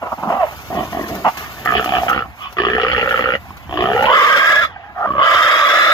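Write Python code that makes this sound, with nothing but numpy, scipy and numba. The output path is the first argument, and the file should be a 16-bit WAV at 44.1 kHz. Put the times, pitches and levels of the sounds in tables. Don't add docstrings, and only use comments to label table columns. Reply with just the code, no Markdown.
import sys
import numpy as np
from scipy import signal
from scipy.fft import rfft, irfft, next_fast_len
from scipy.io import wavfile
from scipy.ndimage import uniform_filter1d, minimum_filter1d
from numba import njit

SR = 44100
rng = np.random.default_rng(int(sys.argv[2]) if len(sys.argv) > 2 else 0)


def output_pcm(signal):
    pcm = np.clip(np.atleast_2d(signal).T, -1, 1) * 32767
    wavfile.write(sys.argv[1], SR, np.round(pcm).astype(np.int16))


N = 261505


def amp(db):
    return 10 ** (np.asarray(db) / 20)


def rms_one(x):
    return x / np.sqrt(np.mean(x ** 2) + 1e-20)


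def in_time(rows, silent_db=None):
    t = np.arange(N) / SR
    s, *columns = np.transpose(rows)
    out = [np.interp(t, s, c) for c in columns]
    if silent_db is not None:
        out[0] = np.interp(t, s, columns[0], silent_db, silent_db)
    return out


def held(rows):
    s, *columns = np.transpose(sorted(rows))
    latest = np.maximum(np.searchsorted(s, np.arange(N) / SR) - 1, 0)
    return uniform_filter1d(np.array(columns)[:, latest], size=400, axis=1)


def at_hz(points, column=1, size=N):
    points = np.array(points)
    hz = np.arange(size // 2 + 1) * SR / size + 1e-3
    return np.interp(np.log(hz), np.log(points[:, 0]), points[:, column])


def drift(corner_hz):
    r = np.exp(-2 * np.pi * corner_hz / SR)
    slow = signal.lfilter([1], [1, -2 * r, r * r], rng.standard_normal(N + SR))
    return rms_one(slow[SR:])


def coloured(spectrum, channels=1):
    white = rfft(rng.standard_normal((channels, N)))
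    return rms_one(irfft(white * amp(at_hz(spectrum)), N))


@njit
def moving_filter(x, cosine, r):
    y = np.zeros(len(x))
    for i in range(2, len(x)):
        drive = (1 - r[i] ** 2) / 2 * (x[i] - x[i - 2])
        y[i] = drive + 2 * r[i] * cosine[i] * y[i - 1] - r[i] ** 2 * y[i - 2]
    return y


def resonance(x, hz, width_hz):
    r = np.exp(-np.pi * width_hz / SR) * np.ones(N)
    cosine = np.cos(2 * np.pi * hz / SR) * np.ones(N)
    once = moving_filter(x, cosine, r)
    return moving_filter(once, cosine, r) * np.sqrt(2 * SR / (np.pi * width_hz))


def flaps(per_s, jitter, uneven_db):
    turns = np.cumsum(per_s * np.exp(jitter * drift(np.mean(per_s) * .6))) / SR
    cycle = np.floor(turns).astype(int)
    mean_power_gain = amp(uneven_db ** 2 * np.log(10) / 20)
    strength = amp(uneven_db * rng.standard_normal(N)) / mean_power_gain
    return np.diff(cycle, prepend=0) * strength[cycle] * np.sqrt(SR / per_s)


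def puffed(clicks, puff_s, puff_share):
    r = np.exp(-1 / (puff_s * SR))
    envelope = np.sqrt(1 - r * r) * signal.lfilter([1], [1, -r], clicks)
    puffs = envelope * rng.standard_normal(N)
    return np.sqrt(1 - puff_share) * clicks + np.sqrt(puff_share) * puffs


def calls(rows):
    gain, t = np.zeros(N), np.arange(N) / SR
    for start, rise, hold, fall, db, *_ in rows:
        swell = np.clip((t - start) / rise, 0, 1)
        fallen = np.clip((t - start - rise - hold) / fall, 0, 3)
        gain += swell * amp(db - 60 * fallen ** 2)
    return gain


def tone(rows, partials, waver_db):
    level_db, pitch_hz = in_time(np.array(rows)[:, [0, 2, 1]], silent_db=-98.0)
    phase = 2 * np.pi * np.cumsum(pitch_hz * (1 + .008 * drift(40))) / SR
    level = uniform_filter1d(amp(level_db), size=300) * amp(waver_db * drift(45))
    return np.sqrt(2) * level * sum(amp(db) * np.sin(k * phase) for k, db in partials)


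def air():
    # (frequency [Hz], relative density [dB])
    air_spectrum = [(24, -40), (40, -3), (81, -31), (429, -12), (707, 12), (1080, 6), (2290, 1.5),
                    (6530, -29), (9500, -57), (12500, -61), (15700, -46)]
    return amp(-42) * coloured(air_spectrum)[0]


def rumble():
    # (time [s], mean level [dB])
    rumble_levels = [(0.0, -51.5), (.5, -42), (1.3, -47.5), (2.0, -41), (2.4, -47.5), (2.9, -35.5),
                     (3.5, -44.5), (3.66, -42.5), (3.93, -33), (4.15, -51), (5.93, -47)]
    # (frequency [Hz], relative density [dB])
    rumble_spectrum = [(20, -32), (40, -1.5), (65, 9.5), (140, -0.5), (300, -8), (800, -51)]
    common_left_right = coloured(rumble_spectrum, channels=3)
    level = amp(in_time(rumble_levels)[0] + 2.9 * drift(4.7))
    return level * (common_left_right[0] + 0.94 * common_left_right[1:])


def brush():
    # (time [s], mean level [dB])
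    leaves = [(0.0, -42), (.95, -29.5), (1.69, -32.5), (2.05, -28), (2.19, -43), (2.64, -42.5), (2.91, -40),
              (3.16, -33.5), (3.33, -43.5), (3.76, -40.5), (4.1, -29.5), (4.2, -61), (4.7, -76), (5.0, -49),
              (5.93, -61)]
    # (time [s], reference level [dB], rattle t60 [s])
    snaps = [(1.082, -25, 0.12), (1.1516, -28, 0.059), (1.3716, -19, 0.42), (1.6515, -21.5, 0.06),
             (1.735, -26, 0.044), (1.8034, -27, 0.04), (1.844, -18.5, 0.11), (2.094, -15, 0.079),
             (2.526, -29.5, 0.017), (3.569, -31, 0.067), (4.024, -23.5, 0.085), (4.1094, -17, 0.055)]
    # (frequency [Hz], relative density [dB])
    rustle = [(880, -2), (1500, 3.5), (1880, -32.5), (2110, 2.5), (2620, -1), (3320, -6.5), (6600, -12.5),
              (8440, -26), (11000, -17.5), (12900, -7), (15100, -17.5), (15700, -1)]
    rattle_db, crack_db, crack_t60_s = -10, 0.5, 0.019
    level = amp(in_time(leaves)[0] + 2.2 * drift(10))
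    for s, db, t60_s in snaps:
        first = round(s * SR)
        age_s = np.arange(N - first) / SR
        level[first:] += amp(db + rattle_db - 60 * age_s / max(t60_s, .005))
        level[first:] += amp(db + crack_db - 60 * age_s / crack_t60_s)
    return level * coloured(rustle)[0]


def dog():
    # (start [s], rise [s], hold [s], fall [s], peak [dB], mouth resonance [Hz],
    # chest [dB against level], upper resonances [dB against level, before offsets])
    barks = [ (.01, 0.015, 0.0076, 0.14, -20, 706, -23, -21),
             (0.106, 0.013, 0.011, 0.024, -21.5, 760, -17, -42),
             (.168, 0.012, 0.048, 0.14, -30, 760, -10, -18),
             (.222, 0.0058, 0.0056, 0.032, -23, 800, -11, -21),
             (0.249, 0.012, 0.022, 0.061, -24, 750, -3, -26),
             (0.289, .015, 0.046, .13, -19, 710, -15, -17.5),
             (0.391, 0.025, 0.0038, 0.23, -25, 686, -39, -12.5),
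             (1.241, 0.012, 0.0028, 0.067, -4.5, 800, -18, -16.5), ]
    # (time [s], pitch [Hz], level [dB])
    yelp = [(0.33, 800, -26), (0.395, 780, -19.5), (0.435, 649, -11.5), (0.46, 540, -29.5)]
    # (multiple of pitch, level [dB])
    yelp_partials = [(1, 0), (3 / 2, -9), (2, -22), (5 / 2, -24), (7 / 2, -26)]
    flaps_per_s = 340
    mouth_hz, chest_db, upper_db = held([(b[0], *b[5:]) for b in barks])
    throb = amp(2.8 * drift(45))
    cords = flaps(flaps_per_s * np.ones(N), jitter=.1, uneven_db=2.5) * calls(barks) * throb
    hoarse = puffed(cords, 0.0025, 0.63)
    out = amp(-3.0) * resonance(hoarse, mouth_hz, 436)
    out -= amp(-12.0) * resonance(hoarse, 1240, 410)
    out += resonance(amp(chest_db) * puffed(cords, 0.00043, 0.87), 216, 165)
    out += resonance(amp(upper_db - 1.5) * hoarse, 1870, 760)
    out -= resonance(amp(upper_db - 7.5) * hoarse, 2810, 750)
    return out + tone(yelp, yelp_partials, waver_db=1.2)


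def hog_controls():
    # (start [s], rise [s], hold [s], fall [s], peak [dB], lowest throat resonance [Hz],
    # flaps [per s], breath share [0-1], chest, throat 1-4, snout [dB against level])
    grunts = [ (0.698, .01, 0.035, 0.15, -25.5, 335, 48.1, 0.64, 0, -9, 4, -7, -16, -31),
              (.75, 0.011, 0.0073, 0.24, -18, 320, 47.9, 0.86, -5.5, -15, -4, -8, -18, -20),
              (0.919, 0.005, 0.015, 0.25, -20.5, 337, 49.97, .45, -4.5, -38, -4.5, -12, -11, -20),
              (.98, 0.021, .05, 0.2, -29.5, 320.9, 40.22, .6, -4.5, -3.5, -11, -9.5, -11, -24),
              (1.088, 0.014, 0.01, 0.34, -25, 320, 45.1, .85, 1.5, -14, -3, -14, -15, -27),
              (1.328, 0.046, 0.012, 0.32, -22.5, 372, 44.7, 0.89, -25, -38, -17.5, -8, -14.5, -20),
              (1.548, 0.075, .01, 0.044, -31.5, 374, 49.46, .85, -4.5, -31, -8, -15, -9, -18),
              (1.646, 0.011, 0.12, 0.066, -18, 423, 65, .18, -3.5, -17, -8.5, 0, 1, -13.5),
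              (1.73, 0.016, 0.043, 0.15, -17, 420, 65, 0.19, -9.5, -14, -10.5, -5.5, -10.5, -10.5),
              (1.85, 0.0081, 0.018, 0.17, -19, 420, 64, 0.22, -7.5, -30, -2, -12, -16, -15),
              (1.923, 0.031, 0.043, 0.057, -23, 411.2, 64, 0.22, -3, -11.5, 6, 1, -6.5, -5),
              (2.01, .02, 0.037, 0.14, -22, 407, 64, 0.23, -9, -19.5, 5.5, -14, -13, -19),
              (2.073, 0.013, 0.039, 0.2, -5, 477, 63, .24, -24, -19, -18, -7.5, -20, -23),
              (2.242, 0.0056, 0.0046, 0.036, -28, 370.9, 61.7, 0.51, -15, -34.5, -6, -7, -35, -35.5),
              (2.372, 0.065, 0.0087, 0.11, -36.5, 373, 60, 0.89, -14, -35, -18, 7.5, -18, 1.5),
              (3.41, 0.014, 0.026, 0.069, -55, 328, 55.01, 0.74, -10, -20, -14, 5, -15, -13),
              (3.471, 0.034, 0.0047, 0.036, -39, 330, 55, 0.4, -1.5, -13, -17, 3.5, -22, -17),
              (3.57, 0.053, 0.041, 0.048, -52, 325.3, 54.77, 0.79, -17, -22, -20, 0, -16, 0),
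              (4.679, 0.018, .15, .15, -33, 449, 65, 1, -28, -27, -10, -17, -13, -19.5),
              (4.889, .012, 0.0063, 0.15, -49.5, 446.5, 65, 0.92, -5, -27, 2.5, -8, -19, -35.5),
              (4.945, 0.11, 0.011, 0.16, -15.5, 413, 63, .9, -26, -23.5, 0, -1.5, -16, -31), ]
    # (time [s], level [dB], lowest throat resonance [Hz])
    roars = [
        [(2.558, -52, 383.8), (2.57, -20, 372.7), (2.645, -19, 384), (2.9, -17, 500), (3.21, -17, 509.8),
         (3.355, -18.5, 502), (3.385, -67, 517.3)],
        [(3.68, -63, 320), (3.695, -27.5, 320), (3.8, -13, 340.3), (3.87, -15.5, 396.6), (4.05, -9.5, 540),
         (4.13, 3.5, 538.3), (4.28, -9, 530), (4.5, -12, 624), (4.58, -14, 610.6), (4.65, -20.5, 597),
         (4.69, -49, 597)],
        [(5.06, -39, 607), (5.075, -34, 596), (5.13, -19, 614.8), (5.19, -8, 599.5), (5.22, -10, 573.9),
         (5.35, -8, 605), (5.63, -11.5, 589), (5.93, -8.5, 604.7)],
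    ]
    # (flaps [per s], breath share [0-1], chest, throat 1-4, snout [dB])
    roar_voices = [(60.99, .17, -10.5, -3.5, -13, -1, -4, -9), (64, .2, -13.5, -7.5, -6, -8, -14.5, -14),
                   (63, .2, -13, -15.5, -6.5, -24, -29.5, -31)]
    # (start [s], end [s], weight shift from throat 2 to 3 [dB per s], breath share [0-1],
    # chest, throat 1-4, snout [dB]); throat 2 and 3 as at the start
    squeals = [(4.101, 4.677, 8.7, .35, -28, -12, 0.0015, -9.5, -12.5, -13.5),
               (5.202, 6.0, 2.5, .33, -38, -12, 0, -9, -14.5, -12)]
    # (lowest resonance [Hz], throat 2-4 [Hz], snout [Hz])
    growl_throat = [(320, 685, 1050, 1813, 3000), (420, 715, 1261, 1760, 2930),
                    (540, 848, 1374, 1890, 2810), (620.7, 1210, 1680, 2180, 2933)]
    squeal_throat_hz = [1172.5, 1601, 2050, 3004]
    strain_hz_per_s = [165, 120, 150, 800]
    break_s = .07
    t, gain = np.arange(N) / SR, calls(grunts)

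    rows = [(g[0], *g[5:]) for g in grunts]
    rows += [(r[0][0], r[0][2], *v) for r, v in zip(roars, roar_voices)]
    lowest_hz, per_s, *voice = held(rows)
    for roar in roars:
        level_db, hz = in_time(roar, silent_db=-np.inf)
        gain = gain + amp(level_db)
        lowest_hz = np.where(np.isfinite(level_db), hz, lowest_hz)
    key_hz, *upper = np.transpose(growl_throat)
    upper_hz = np.array([np.interp(lowest_hz, key_hz, c) for c in upper])

    start, _, shift_db, *tense = held([(row[0] - break_s, *row) for row in squeals])
    turned = sum(np.interp(t, [a - break_s / 2, a + break_s / 2, b, b + break_s], [0, 1, 1, 0])
                 for a, b, *_ in squeals)
    age_s = t - start
    strained_hz = np.array(squeal_throat_hz)[:, None] + np.outer(strain_hz_per_s, age_s)
    tense[3] = tense[3] - shift_db * age_s
    tense[4] = tense[4] + shift_db * age_s

    breath, *db = (1 - turned) * np.array(voice) + turned * np.array(tense)
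    resonances_hz = [lowest_hz, *((1 - turned) * upper_hz + turned * strained_hz)]
    return gain, per_s, turned, np.clip(breath, 0, 1), db, resonances_hz


def hog():
    # (frequency [Hz], width before widening [Hz], level [dB])
    chest_modes = [(65, 44.4, -9.5), (132.4, 67.4, -6.5), (204, 62.4, -4.5), (286, 68, -8.5)]
    # (share of snout frequency, width in a growl [Hz], level in a growl [dB])
    snout_modes = [(.82, 430, -2), (1.001, 360, -1), (1.13, 460, -8), (1.5, 1660, -20.5)]
    # (frequency [Hz], width [Hz], level [dB against level])
    squeal_edge = [(318, 75, -29), (1935, 780, -3.5), (4990, 670, -20.5), (6360, 540, -30),
                   (12950, 2300, -29)]
    growl_widths_hz = [100, 130, 210, 270]
    squeal_widths_hz = [160, 220, 130, 150]
    # (time [s], pitch [Hz], level [dB] before partials)
    whine = [(4.76, 779, -42.5), (4.792, 781, -58), (4.93, 839, -45.5)]
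    # (start [s], length [s], first pitch [Hz], last pitch [Hz], level [dB])
    whistles = [(4.068, 0.21, 1030, 1234, -14), (4.3, .14, 1611, 1610, -17),
                (4.409, .19, 1617, 1688, -15.5), (4.603, 0.057, 1448, 1250, -21),
                (5.024, 0.3473, 1219, 1189, -29), (5.403, 0.72, 1255, 1365, -21)]
    squeal_per_s, squeal_share, treble_swell_s = 334.7, 0.91, 0.043
    chest_widening = 1.73
    snout_focus, squeal_notch_db = .35, -9
    gain, per_s, turned, breath, levels_db, resonances_hz = hog_controls()
    chest_db, *throat_db, snout_db = levels_db
    *throat_hz, snout_hz = resonances_hz
    squeal = squeal_share * turned
    growl = flaps(per_s, jitter=.035 + .7 * breath ** 2, uneven_db=2.)
    shriek = flaps(squeal_per_s * np.ones(N), jitter=.2, uneven_db=-5.5)

    def source(puff_share):
        favour = amp(2.3 * drift(30) + 1.8 * drift(7))
        flap = puffed(growl, .0015, puff_share) * favour
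        voiced = np.sqrt(1 - squeal) * flap + np.sqrt(squeal) * puffed(shriek, 0.0032, 0.7)
        hiss = 0.86 * rng.standard_normal(N)
        return gain * (np.sqrt(1 - breath) * voiced + np.sqrt(breath) * hiss)

    chest = amp(chest_db) * source(0.08)
    out = sum(amp(db) * resonance(chest, hz, chest_widening * width) for hz, width, db in chest_modes)

    throat = zip(throat_hz, throat_db, growl_widths_hz, squeal_widths_hz)
    for k, (hz, db, width, tense) in enumerate(throat):
        tremble = 1 + .026 * drift(25)
        width_hz = width + turned * (tense - width)
        out += (-1) ** k * resonance(amp(db) * source(.2), hz * tremble, width_hz)

    snout = amp(snout_db) * source(.3)
    for k, (share, width, db) in enumerate(snout_modes):
        notch_db = (k == 0) * squeal_notch_db * turned
        ring = resonance(snout, share * snout_hz, width * (1 - snout_focus * turned))
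        out += (-1) ** k * amp(db + notch_db) * ring

    lag = np.exp(-1 / (treble_swell_s * SR))
    swollen = np.minimum(squeal, signal.lfilter([1 - lag], [1, -lag], squeal))
    wide_open = swollen ** 2 * source(.6)
    out += sum(amp(db) * resonance(wide_open, hz, width) for hz, width, db in squeal_edge)

    out += tone(whine, [(1, 7.5), (2, 2.5)], waver_db=5.0)
    for s, length, first, last, db in whistles:
        out += tone([(s, first, db), (s + length, last, db)], [(1, 0)], waver_db=3.5)
    return out


def ports(x):
    # (frequency [Hz], left minus right [dB], left lead [rad], straight share [0-1])
    port_pair = [(60, 0.5, 0.077, 0.97), (500, 0.5, 0.031, 0.98), (800, -4, 0.047, 0.87),
                 (1390, -3.5, 1.28, 0.9), (1904, -1, 1.36, 0.87), (2280, -4, 2.87, 0.91),
                 (3780, 3.5, 5.9, 0.66), (4000, 3.5, 18, 0.07), (7440, 13, 4.2, 1), (13840, 7, 69.7, 0)]
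    tail_t60_s, variation_hz = 0.066, 8.6
    size = next_fast_len(N + SR // 2)
    straight = np.clip(at_hz(port_pair, column=3, size=size), 0, 1)
    lead = at_hz(port_pair, column=2, size=size)
    side = np.array([[.5], [-.5]])
    decay = amp(-60 * np.arange(size) / SR / tail_t60_s)
    tails = rfft(rng.standard_normal((2, 2, size)) * decay)
    tails /= np.sqrt(uniform_filter1d(abs(tails) ** 2, size=1500))
    angle = 2.35 * np.array([drift(variation_hz), drift(variation_hz)])
    diffuse = rfft(x * np.cos(angle), size) * tails[0] + rfft(x * np.sin(angle), size) * tails[1]
    direct = rfft(x, size) * np.exp(1j * side * lead)
    both = straight * direct + np.sqrt(1 - straight ** 2) * diffuse
    return irfft(both * amp(side * at_hz(port_pair, size=size)), size)[:, :N]


def scene():
    return ports(hog() + dog() + brush() + air()) + rumble()


def record(dry):
    limit, bass_cut_hz, stopband_hz = .8, 48, 15900
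    high_pass = signal.butter(4, bass_cut_hz, "high", fs=SR, output="sos")
    dry = signal.sosfilt(high_pass, dry)
    peak_gain = np.minimum(1, limit / (abs(dry).max(axis=0) + 1e-9))
    room_left = minimum_filter1d(peak_gain, size=301)
    limited = dry * uniform_filter1d(room_left, size=301) ** .85
    low_pass = signal.cheby2(20, 70, stopband_hz, fs=SR, output="sos")
    return np.clip(signal.sosfilt(low_pass, limited), -1, 1)


dry = scene()
out = record(dry)
output_pcm(out)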